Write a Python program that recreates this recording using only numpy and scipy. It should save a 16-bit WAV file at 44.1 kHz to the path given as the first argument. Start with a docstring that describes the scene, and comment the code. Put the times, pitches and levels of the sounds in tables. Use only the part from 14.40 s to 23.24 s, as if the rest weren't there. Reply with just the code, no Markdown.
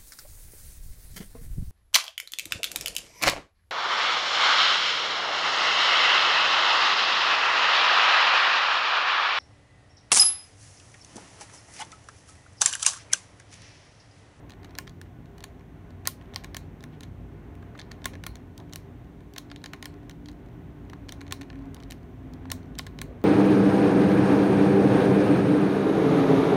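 """Fingers press and release the plastic keys of a handheld calculator close to a phone in a small furnished room.
From the start ventilation rumble stands in the room's low modes; a thin high whine is much fainter at 1.2-1.7 s.
From 0.1 s each key contact rattles briefly and rings the case; one wall echo and a short tail answer, and faint
fingertip ticks fall at chance moments. From 0.66 s come dull rubs and low thumps; from 2.2 s four clicks are
followed by a buzz. From about 4.3 s a far tone swells, grows rougher and later slides down."""
import sys
import numpy as np
from scipy import signal
from scipy.fft import rfft, irfft
from scipy.io import wavfile
from scipy.ndimage import uniform_filter1d

SR = 44100
rng = np.random.default_rng(int(sys.argv[2]) if len(sys.argv) > 2 else 0)


def dump_mix(stems):
    """Bounce the given channels to the path in sys.argv[1] as a 16-bit WAV at rate SR."""
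    frames = np.atleast_2d(stems).T  # one column per channel
    limited = np.clip(frames, -1, 1)  # hard clip at full scale
    pcm = np.round(limited * 32767).astype(np.int16)
    wavfile.write(sys.argv[1], SR, pcm)


N = 389844


def undb(db):
    """Decibels to gain."""
    return 10 ** (np.asarray(db) / 20)


def curve(table):
    """Columns of a table drawn as straight lines over time."""
    s, *columns = np.transpose(table)
    return [np.interp(np.arange(N) / SR, s, column) for column in columns]


def walk(rate):
    """Smooth random wander: levels held 1 / rate s and slewed twice; spread near 1."""
    hold = int(SR / rate)
    steps = np.repeat(rng.standard_normal(N // hold + 1), hold)
    return 1.7 * uniform_filter1d(uniform_filter1d(steps, hold), hold)[:N]


# Ventilation and microphone hiss, before standing waves and swell.
# Each row: frequency in Hz, level in dB per Hz.
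AIR_SPECTRUM = [(20, -108), (33, -92.5), (41, -73), (130, -72), (400, -81), (520, -88), (710, -87),
                (1310, -96.5), (1980, -97), (2500, -102), (3500, -107), (5000, -117), (6000, -113),
                (7600, -119), (9500, -118), (10300, -123), (11800, -119), (15650, -120), (15850, -155)]
# Standing waves of the room. Each entry: frequency in Hz.
STANDING_WAVE_HZ = (55, 92, 120, 151, 169, 245, 290, 328, 350, 400, 494, 560, 700, 1058, 1481)
# Their shapes, in the same order. Each row: width in Hz (at a quarter of the peak power),
# peak level in dB against the air noise.
STANDING_SHAPES = [(17.3, 9.5), (9, 12.5), (4.6, 10.5), (4.94, 11), (6.2, 9.5), (16.9, 8.5), (15.1, 8),
                   (4.97, 6), (8.9, 7), (20, 8), (6, 5.5), (4.7, 5.5), (12.42, 5.5), (40, 3), (16, 8)]
# Slow swell of the ventilation. Each row: time in seconds, rumble gain in dB,
# upper air gain in dB before its random wander.
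AIR_SWELL = [(0, -.5, 2), (1, -1.5, 0.9), (2.2, 1.4, 2.5), (4, 2, 1), (5, -0.9, 1.1), (6, 1.5, 1.5),
             (7.6, 2, 4), (8.65, 4.5, 2.1), (8.84, 2.5, 1)]


def air():
    """Air noise, lifted where the room's standing waves build up; rumble and upper air swell separately."""
    f = np.fft.rfftfreq(N, 1 / SR) + 1e-3  # never zero, so its logarithm exists
    hz, db = np.transpose(AIR_SPECTRUM)
    power = 1
    for centre, (width, peak_db) in zip(STANDING_WAVE_HZ, STANDING_SHAPES):
        power = power + undb(peak_db) ** 2 / (1 + (2 * (f - centre) / width) ** 2) ** 2
    spectrum = undb(np.interp(np.log(f), np.log(hz), db)) * np.sqrt(power * SR / 2)
    shaped = rfft(rng.standard_normal(N)) * spectrum

    # split softly near 450 and 3500 Hz; the part above keeps a steady level
    low = 1 / (1 + (f / 450) ** 4)
    high = 1 / (1 + (3500 / f) ** 4)
    rumble_db, upper_db = curve(AIR_SWELL)
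    rumble = irfft(shaped * low, N) * undb(rumble_db)
    upper = irfft(shaped * (1 - low - high), N) * undb(upper_db + .7 * walk(7.4))
    hiss = irfft(shaped * high, N)
    return rumble + upper + hiss


WHINE_HZ, WHINE_DB, WHINE_DIP_DB, WHINE_FADE_S = 14967, -85.5, -21.5, .15
# Where the whine is much fainter. Each row: start in seconds, end in seconds (middles of the fades).
# The second row ends before it starts, so it leaves the whine untouched.
WHINE_DIPS = [(1.22, 1.7), (8.05, 7.9)]


def whine():
    """A faint electronic tone near the top of hearing, wavering slightly; its level dips for a while."""
    t = np.arange(N) / SR
    dip = np.zeros(N)  # 0 is full level, 1 is faintest
    for start, end in WHINE_DIPS:
        dip += np.clip(np.minimum(t - start, end - t) / WHINE_FADE_S + .5, 0, 1)
    db = WHINE_DB + WHINE_DIP_DB * dip + 1.5 * walk(10)
    phase = 2 * np.pi * np.cumsum(WHINE_HZ + 2.5 * walk(8)) / SR
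    return np.sqrt(2) * undb(db) * np.sin(phase)


def fidget(count=20, db=-71.0, spread_db=4.0, rattle_ms=3.0, body_db=4.0, edge_db=-9.0):
    """Faint ticks at chance moments as fingertips shift on the case, as rows like those of KEY_CONTACTS."""
    chance = rng.random((count, 2))
    return [(N / SR * when, db + spread_db * (2 * loud - 1), rattle_ms, body_db, edge_db)
            for when, loud in chance]


FIRM_DB = -42.5  # presses firmer than this bottom out
HOLLOW_PER_DB, TOP_PER_DB = 0.43, .2  # what the hollow and the top gain per extra dB


def shares(db, body_db, edge_db):
    """Levels of the seven mode families against the click: fuller presses bring lows, harder edges highs."""
    firm_db = max(db - FIRM_DB, 0)
    thump = -7 + .7 * body_db
    hollow = -11 + body_db + HOLLOW_PER_DB * firm_db
    shell = body_db
    click = 0
    crack = 0.1 + .45 * edge_db
    sizzle = edge_db
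    top = -4.5 + 1.3 * edge_db + TOP_PER_DB * firm_db
    return thump, hollow, shell, click, crack, sizzle, top


# Key contacts. Each row: start in seconds, level of the click family (2.8-4.8 kHz) in dB,
# rattle length in milliseconds, body in dB against the click, edge in dB against the click.
KEY_CONTACTS = [(.0951, -57, 3.5, 5.5, -6), (.1047, -52, 3, -5, -12), (.119, -53, 2.2, -2, -21),
                (.1351, -61, 2.2, 3, -14), (.2308, -59, 3.2, 3, -13), (.2444, -51.5, 5.2, -1, -12),
                (.256, -66, 3.1, 6, -10), (.293, -65, 2.5, -12, -20), (.3066, -61, 4.5, 4, -12),
                (.3521, -48.5, 0.98, -2, -15), (.3783, -57, 3.4, 4, -6), (.3861, -38, 0.55, 5, 1),
                (.4711, -58.5, 0.87, 6, -15), (.4749, -48.5, 4, 2, -14), (.4946, -54, 1.3, -7, -10),
                (.6139, -52, 1.65, 5.5, -2), (.857, -62.5, 2.6, -6, -14), (.9804, -56, 3, -3, -5),
                (1.0053, -54.5, 1.3, -3, -9), (1.0263, -57, 1.7, -8, -16), (1.0393, -41, 3.6, -1.5, -6),
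                (1.208, -72.5, 3.1, 13, -7), (1.505, -62, 3.1, -3, -13), (1.6538, -45.5, 4, 3, -10),
                (1.6647, -51, .94, 7, -12), (1.673, -28, 1.3, -2.5, 4), (1.812, -67, 3.1, 12, -14),
                (1.822, -68, 3.1, 5, -10), (1.856, -70, 3.1, 1, -14), (1.9378, -48.5, 0.47, -0.5, -20),
                (1.9444, -52, 1.4, -7, -5), (1.96, -32, 0.61, -4, -11), (2.0378, -56.5, 2.2, 7, -4),
                (2.0438, -42.5, 2.9, 2, -9.5), (2.1455, -42.5, 2.3, 4, -5), (2.1667, -39.5, 3.3, -0.5, -1),
                (2.4064, -57.5, 1.7, -1, -14), (2.4265, -60.5, 2.5, -2, -10.5),
                (2.4384, -49.5, 1.9, 4, -4.5), (2.607, -49.5, 1.9, -2.5, -8), (2.6298, -59, 2.2, 4, -9),
                (2.6335, -48.5, 1.6, -6, -9), (2.6395, -58, 2, 3, -19), (3.1526, -68, 1.2, 7, -2),
                (3.226, -69, 1.9, 4.5, -7.5), (3.3511, -68, 1.1, 7, -22), (3.3554, -68, 2.1, 13, -17),
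                (3.376, -58, 5.8, -4, -10), (3.3905, -48.5, 0.81, 3, -23), (3.3942, -43, 3.5, -9, -16),
                (3.4024, -49, 0.91, 0, -20), (3.4141, -46, 2.9, -7, -23), (3.5123, -56.5, 2.4, 9, -14),
                (3.5163, -44.5, 1.9, 0, -12), (3.618, -62, 3.1, 4, -11), (3.6427, -41, 3.9, -7, -15),
                (3.656, -33, 2.05, 5, -0.5), (3.7335, -55, 5.9, 4.5, -14), (3.7406, -58, 1.9, -3, -14),
                (3.7535, -56, 0.75, 10, -13), (3.8378, -43, 1.2, 1, -9), (3.865, -42, 3.5, 5.5, 2.5),
                (3.955, -50, 1.8, -4, -5.5), (3.968, -62, 2.5, -1, -8), (4.1774, -51, 2.7, -10, -3),
                (4.2007, -54.5, 0.91, -6, -18), (4.3252, -47.5, 3.7, -10, -15),
                (4.3344, -44, 0.78, -6.5, -4), (4.3586, -42, 0.76, -1, -0.5), (4.9367, -54.5, 1.3, -8, -6),
                (4.9613, -49, 4, 7, -9), (4.9779, -54, 2.2, 6, -10), (4.9806, -37, 4.7, -7.5, -5),
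                (5.1004, -56, 2.6, -1, -22), (5.1144, -45.5, 3.3, 2, -20), (5.161, -44.5, 0.54, -7.5, -16),
                (5.217, -62, 3.1, -7, -18), (5.2406, -42, 1.5, 0.5, -11), (5.2587, -41.5, 3.5, -1, -14),
                (5.3333, -43.5, 4.1, 5.5, -9.5), (5.3412, -62, 5.5, 9, -12), (5.426, -42.5, 2, 2.5, -8),
                (5.443, -53, 3.9, 2, -14), (5.4558, -41.5, 2.5, 1, -2.5), (5.539, -67, 3.9, 8, -10),
                (5.6957, -52, 1.3, 4, -2), (5.7093, -53, 6.3, -7, -14), (5.858, -50.5, 1.9, -8, -18),
                (5.8851, -47, 2.8, -3, -16), (5.8928, -61, 4.7, -1, -13), (5.9147, -66, 2, -4, -1),
                (6.498, -54.5, 2.2, 1.5, -9), (6.5324, -55, 4, 5, -11), (6.6856, -54, 3.3, 3, -13),
                (6.691, -40.5, 2.6, -5.5, -13), (6.7219, -42, 2.4, -3, -5.5), (6.8076, -52, 3.3, 0, -16),
                (6.8138, -49.5, 2.2, 6, -10), (6.8665, -58, 1.6, 3, -20), (6.8793, -54, .7, -1, -17),
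                (6.9087, -48, 4.4, 4, -10), (6.918, -58, 6.3, 7, -12), (6.9237, -33.5, 1.5, -1, -3.5),
                (7.0113, -51.5, 4, 6.5, -5), (7.0169, -47, 2.1, -6, -17), (7.0307, -58, 2.65, 6.5, -15),
                (7.1014, -52.5, 1.35, 6, -25), (7.129, -64, 3.2, 11.5, -16), (7.155, -65, 3.7, 8, -10),
                (7.222, -70, 3.1, 1, -13), (7.255, -66.5, 3.1, -1, -12), (7.3451, -51, 1.1, -12, -1.5),
                (7.366, -56, 2.2, 0, -19), (7.401, -55, 3.8, -9, -15), (7.4256, -63, 1.5, 8, -6),
                (7.4345, -53.5, 1.8, -7, -11), (7.5028, -52, 3.6, -3, -11), (7.5084, -45.5, 1, -5.5, -3.5),
                (7.5207, -46, 1.1, -1.5, -7), (7.5263, -59, 1.8, 3, -1), (7.9359, -56, 1.1, -20, -6),
                (8.0549, -60, 1.2, 7, -24.5), (8.101, -41.5, 2.6, -1, -16), (8.1155, -33.5, 4.1, -3, 1.5),
                (8.229, -65, 4.1, -1, -12), (8.3532, -55, 1.1, -4, -16), (8.3822, -54, 4.7, 6, -6),
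                (8.3876, -38, 1.3, -14, 0), (8.3928, -33.5, 1.8, -2, -35), (8.4657, -49, 2.7, 4.5, -5),
                (8.4701, -51, 1.6, 3.5, -12), (8.5884, -42.5, 1, -1.5, -15), (8.615, -41, 3, 4.5, 0)]
# What the case and keys ring with. Each row: frequency in Hz, level in dB against the other modes
# of its family, time to fade by 60 dB in seconds.
CASE_MODES = [(670, -3, 0.013), (806, 0.5, 0.012), (1064, 2, .055), (1436, -4, 0.042), (1780, 6, 0.018),
              (2080, 7, 0.005), (3148, -0.5, 0.015), (3860, 4.5, 0.0038), (4330, -2.5, 0.016),
              (5255, -7.5, 0.0018), (6020, -1.5, 0.0032), (7460, 8, 0.0019), (9000, 8, 0.0026),
              (11600, 1.5, 0.015), (11550, -5.5, 0.0057), (14040, 1.5, 0.0023), (15300, 1, 0.0033)]
# Where one mode family ends and the next begins. Each entry: frequency in Hz.
FAMILY_EDGES_HZ = (930, 1300, 2800, 4800, 6800, 11800)
RATTLE_FALL = 1.9  # how abruptly a rattle ends


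def keys(scatter_db=2.0, detune=0.052, blur_s=0.0004, rise=0.42, knocks=.3, push_cycles=0.64,
         size=2600, count=300):
    """Each contact is a rattle of tiny knocks that rings the case; gives the near sound and what the room hears."""
    hz, mode_db, t60 = np.transpose(CASE_MODES)
    family = np.searchsorted(FAMILY_EDGES_HZ, hz)
    t = np.arange(size) / SR
    window = SR // 200  # levels hold for the first 5 ms
    out = np.zeros((2, N + size))
    for s, db, rattle_ms, body_db, edge_db in list(KEY_CONTACTS) + fidget():
        chance = rng.standard_normal((2, len(hz)))
        # the rattle builds at once and dies within about its length; only some instants hold a knock
        x = t[:count] / (max(rattle_ms, .3) / 1000)
        rattle = rng.standard_normal((len(hz), count)) * (rng.random(count) < knocks)
        rattle[:, 2] += 1  # an early knock shared by all modes
        rattle *= x ** rise * np.exp(-RATTLE_FALL * x ** 2)

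        # plastic yields: a knock needs part of a cycle to load each mode, so the lows come late
        f = (hz * (1 + detune * np.clip(hz / 3000, 0, 1) ** 2 * chance[0]))[:, None]
        load = np.sin(np.pi / 2 * np.clip(f * t / push_cycles, 0, 1)) ** 2
        fade = np.exp(-np.log(1000) * t / t60[:, None])
        one_knock = load * fade * np.sin(2 * np.pi * f * t)
        near = signal.fftconvolve(one_knock, rattle, axes=1)[:, :size]

        # the room sums the case from all sides, which blurs the modes into an even colour
        signs = (-1) ** np.arange(len(hz))[:, None]
        blurred = one_knock * np.exp(-t / blur_s) * signs
        rings = np.array([near, blurred])
        rings *= undb(mode_db)[:, None] / rings[..., :window].std(axis=2, keepdims=True)
        # the near sound's mode levels vary by chance from contact to contact
        rings[0] *= undb(scatter_db * chance[1])[:, None]

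        start = int(s * SR)
        for k, share_db in enumerate(shares(db, body_db, edge_db)):
            ring = rings[:, family == k].sum(axis=1)
            gain = undb(db + share_db) / ring[:, :window].std(axis=1, keepdims=True)
            out[:, start:start + size] += ring * gain
    # a small case radiates no bass
    no_bass = signal.butter(3, 520, "high", fs=SR, output="sos")
    return signal.sosfilt(no_bass, out[:, :N])


# Room tail by band. Each row: band centre in Hz, level in dB of the noise the band is cut from,
# time to fade by 60 dB in seconds.
ROOM_TAIL = [(700, -11, 0.16), (1500, -12.5, .22), (3000, -11, 0.17), (6000, -14.5, 0.23),
             (11000, -9.5, 0.15), (15000, -13.5, .15)]
WALL_S, WALL_DB = .0148, -27  # delay and level of the wall echo


def room(x):
    """One clear echo from the near wall over a diffuse tail whose bands fade at their own rates."""
    t = np.arange(SR // 2) / SR
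    f = np.fft.rfftfreq(len(t), 1 / SR)
    hz, db, t60 = np.transpose(ROOM_TAIL)
    noise = rfft(rng.standard_normal(len(t)))
    below_top = f < AIR_SPECTRUM[-1][0]
    tail = np.zeros(len(t))
    for k in range(len(hz)):
        # each band fades over into its neighbours
        weight = np.interp(np.log(f + 1), np.log(hz), np.arange(len(hz)) == k)
        band = irfft(noise * weight * below_top)
        fall = np.exp(-np.log(1000) * t / t60[k])
        tail += undb(db[k]) * band * fall / np.sqrt(np.sum(fall ** 2))
    tail *= np.clip(t / 0.0024, 0, 1)  # the first reflections need a few ms to arrive
    tail[int(WALL_S * SR)] += undb(WALL_DB)
    return signal.fftconvolve(x, tail)[:N]


# Low thumps under key contacts (the shortest rows) and longer dull rubs of the hand.
# Each row: middle in seconds, length at half height in seconds, centre frequency in Hz,
# rms level in dB before the rise and fall.
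RUBS_AND_THUMPS = [(0.663, 0.028, 1600, -62), (1.675, .005, 751, -38), (2.539, 0.037, 2520, -63),
                   (3.228, 0.01, 895, -49), (3.353, .006, 1000, -47), (3.741, 0.043, 375, -48),
                   (4.207, 0.039, 730, -52), (5.342, 0.0056, 1000, -47), (6.534, 0.0052, 1100, -43),
                   (7.367, 0.035, 784, -57.5), (8.056, 0.0053, 900, -46), (8.118, 0.007, 800, -37),
                   (8.697, 0.14, 411.6, -49)]


def rubs_and_thumps():
    """Low thumps under key contacts, and longer dull rubs of the hand; noise bursts an octave wide."""
    out = np.zeros(N)
    for s, length, hz, db in RUBS_AND_THUMPS:
        size = int(2 * length * SR)
        octave = [hz / np.sqrt(2), hz * np.sqrt(2)]
        sos = signal.butter(2, octave, "band", fs=SR, output="sos")
        burst = signal.sosfilt(sos, rng.standard_normal(SR // 2))[-size:]
        start = int((s - length) * SR)
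        out[start:start + size] += undb(db) * np.hanning(size) * burst / burst.std()
    return out


# Four key clicks are followed by a buzz, perhaps from one key.
# Each row: start in seconds, rms level in dB before the swell and fade.
KEY_BUZZES = [(2.168, -64), (3.8665, -55), (5.457, -60), (8.616, -63)]
BUZZ_HZ, BUZZ_WIDTH_HZ, BUZZ_T60_S, BUZZ_SWELL_S = 4230, 450, 0.23, .008


def springs(size=8000):
    """A grainy, pitched buzz that outlasts the click: a narrow band of noise that swells and fades."""
    t = np.arange(size) / SR
    out = np.zeros(N + size)
    band = [BUZZ_HZ - BUZZ_WIDTH_HZ / 2, BUZZ_HZ + BUZZ_WIDTH_HZ / 2]
    sos = signal.butter(2, band, "band", fs=SR, output="sos")
    shape = (1 - np.exp(-t / BUZZ_SWELL_S)) * np.exp(-np.log(1000) * t / BUZZ_T60_S)
    for s, db in KEY_BUZZES:
        buzz = signal.sosfilt(sos, rng.standard_normal(size))
        start = int(s * SR)
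        out[start:start + size] += undb(db) * shape * buzz / buzz.std()
    return out[:N]


# Far drone; it holds its faint first level until the first row.
# Each row: time in seconds, pitch in Hz before a slight wander, approximate rms level in dB.
DRONE_PATH = [(4.3, 291, -73.5), (4.9, 289, -53.5), (5.9, 292.5, -51), (6.2, 295.7, -56),
              (6.8, 281.3, -48.5), (7.2, 274.7, -43.5), (7.6, 271.7, -54), (7.95, 263.1, -45),
              (8.3, 263, -52), (8.84, 258.7, -51.5)]
DRONE_ROUGH, ROUGH_PER_S = .3, 0.099  # roughness (0-1) at the first row, and its growth per second


def drone():
    """A far motor-like tone that swells, grows rougher and slides down near the end."""
    hz, db = curve(DRONE_PATH)
    since_entry = np.arange(N) / SR - DRONE_PATH[0][0]
    rough = np.clip(DRONE_ROUGH + ROUGH_PER_S * since_entry, 0, 1)
    phase = 2 * np.pi * np.cumsum(hz + 1.5 * walk(8)) / SR
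    # roughness trades the steady tone for one whose size and phase wander quickly
    steady = np.sqrt(2 * (1 - rough ** 2)) * np.sin(phase)
    wander = walk(30) * np.sin(phase) + walk(30) * np.cos(phase)
    return undb(db) * (steady + rough * wander)


def scene():
    """Background, keys with their room, rubs and thumps, buzzes and the drone, added up."""
    near, around = keys()
    mix = air() + whine() + near + room(around) + rubs_and_thumps() + springs() + drone()
    return mix[None, :]


TOP_HZ = 16500


def record(dry):
    """A steep low-pass filter ends the sound at about 16.5 kHz."""
    sos = signal.ellip(8, .2, 70, TOP_HZ, fs=SR, output="sos")  # 0.2 dB ripple, 70 dB cut
    return signal.sosfilt(sos, dry)


dry = scene()
out = record(dry)
dump_mix(out)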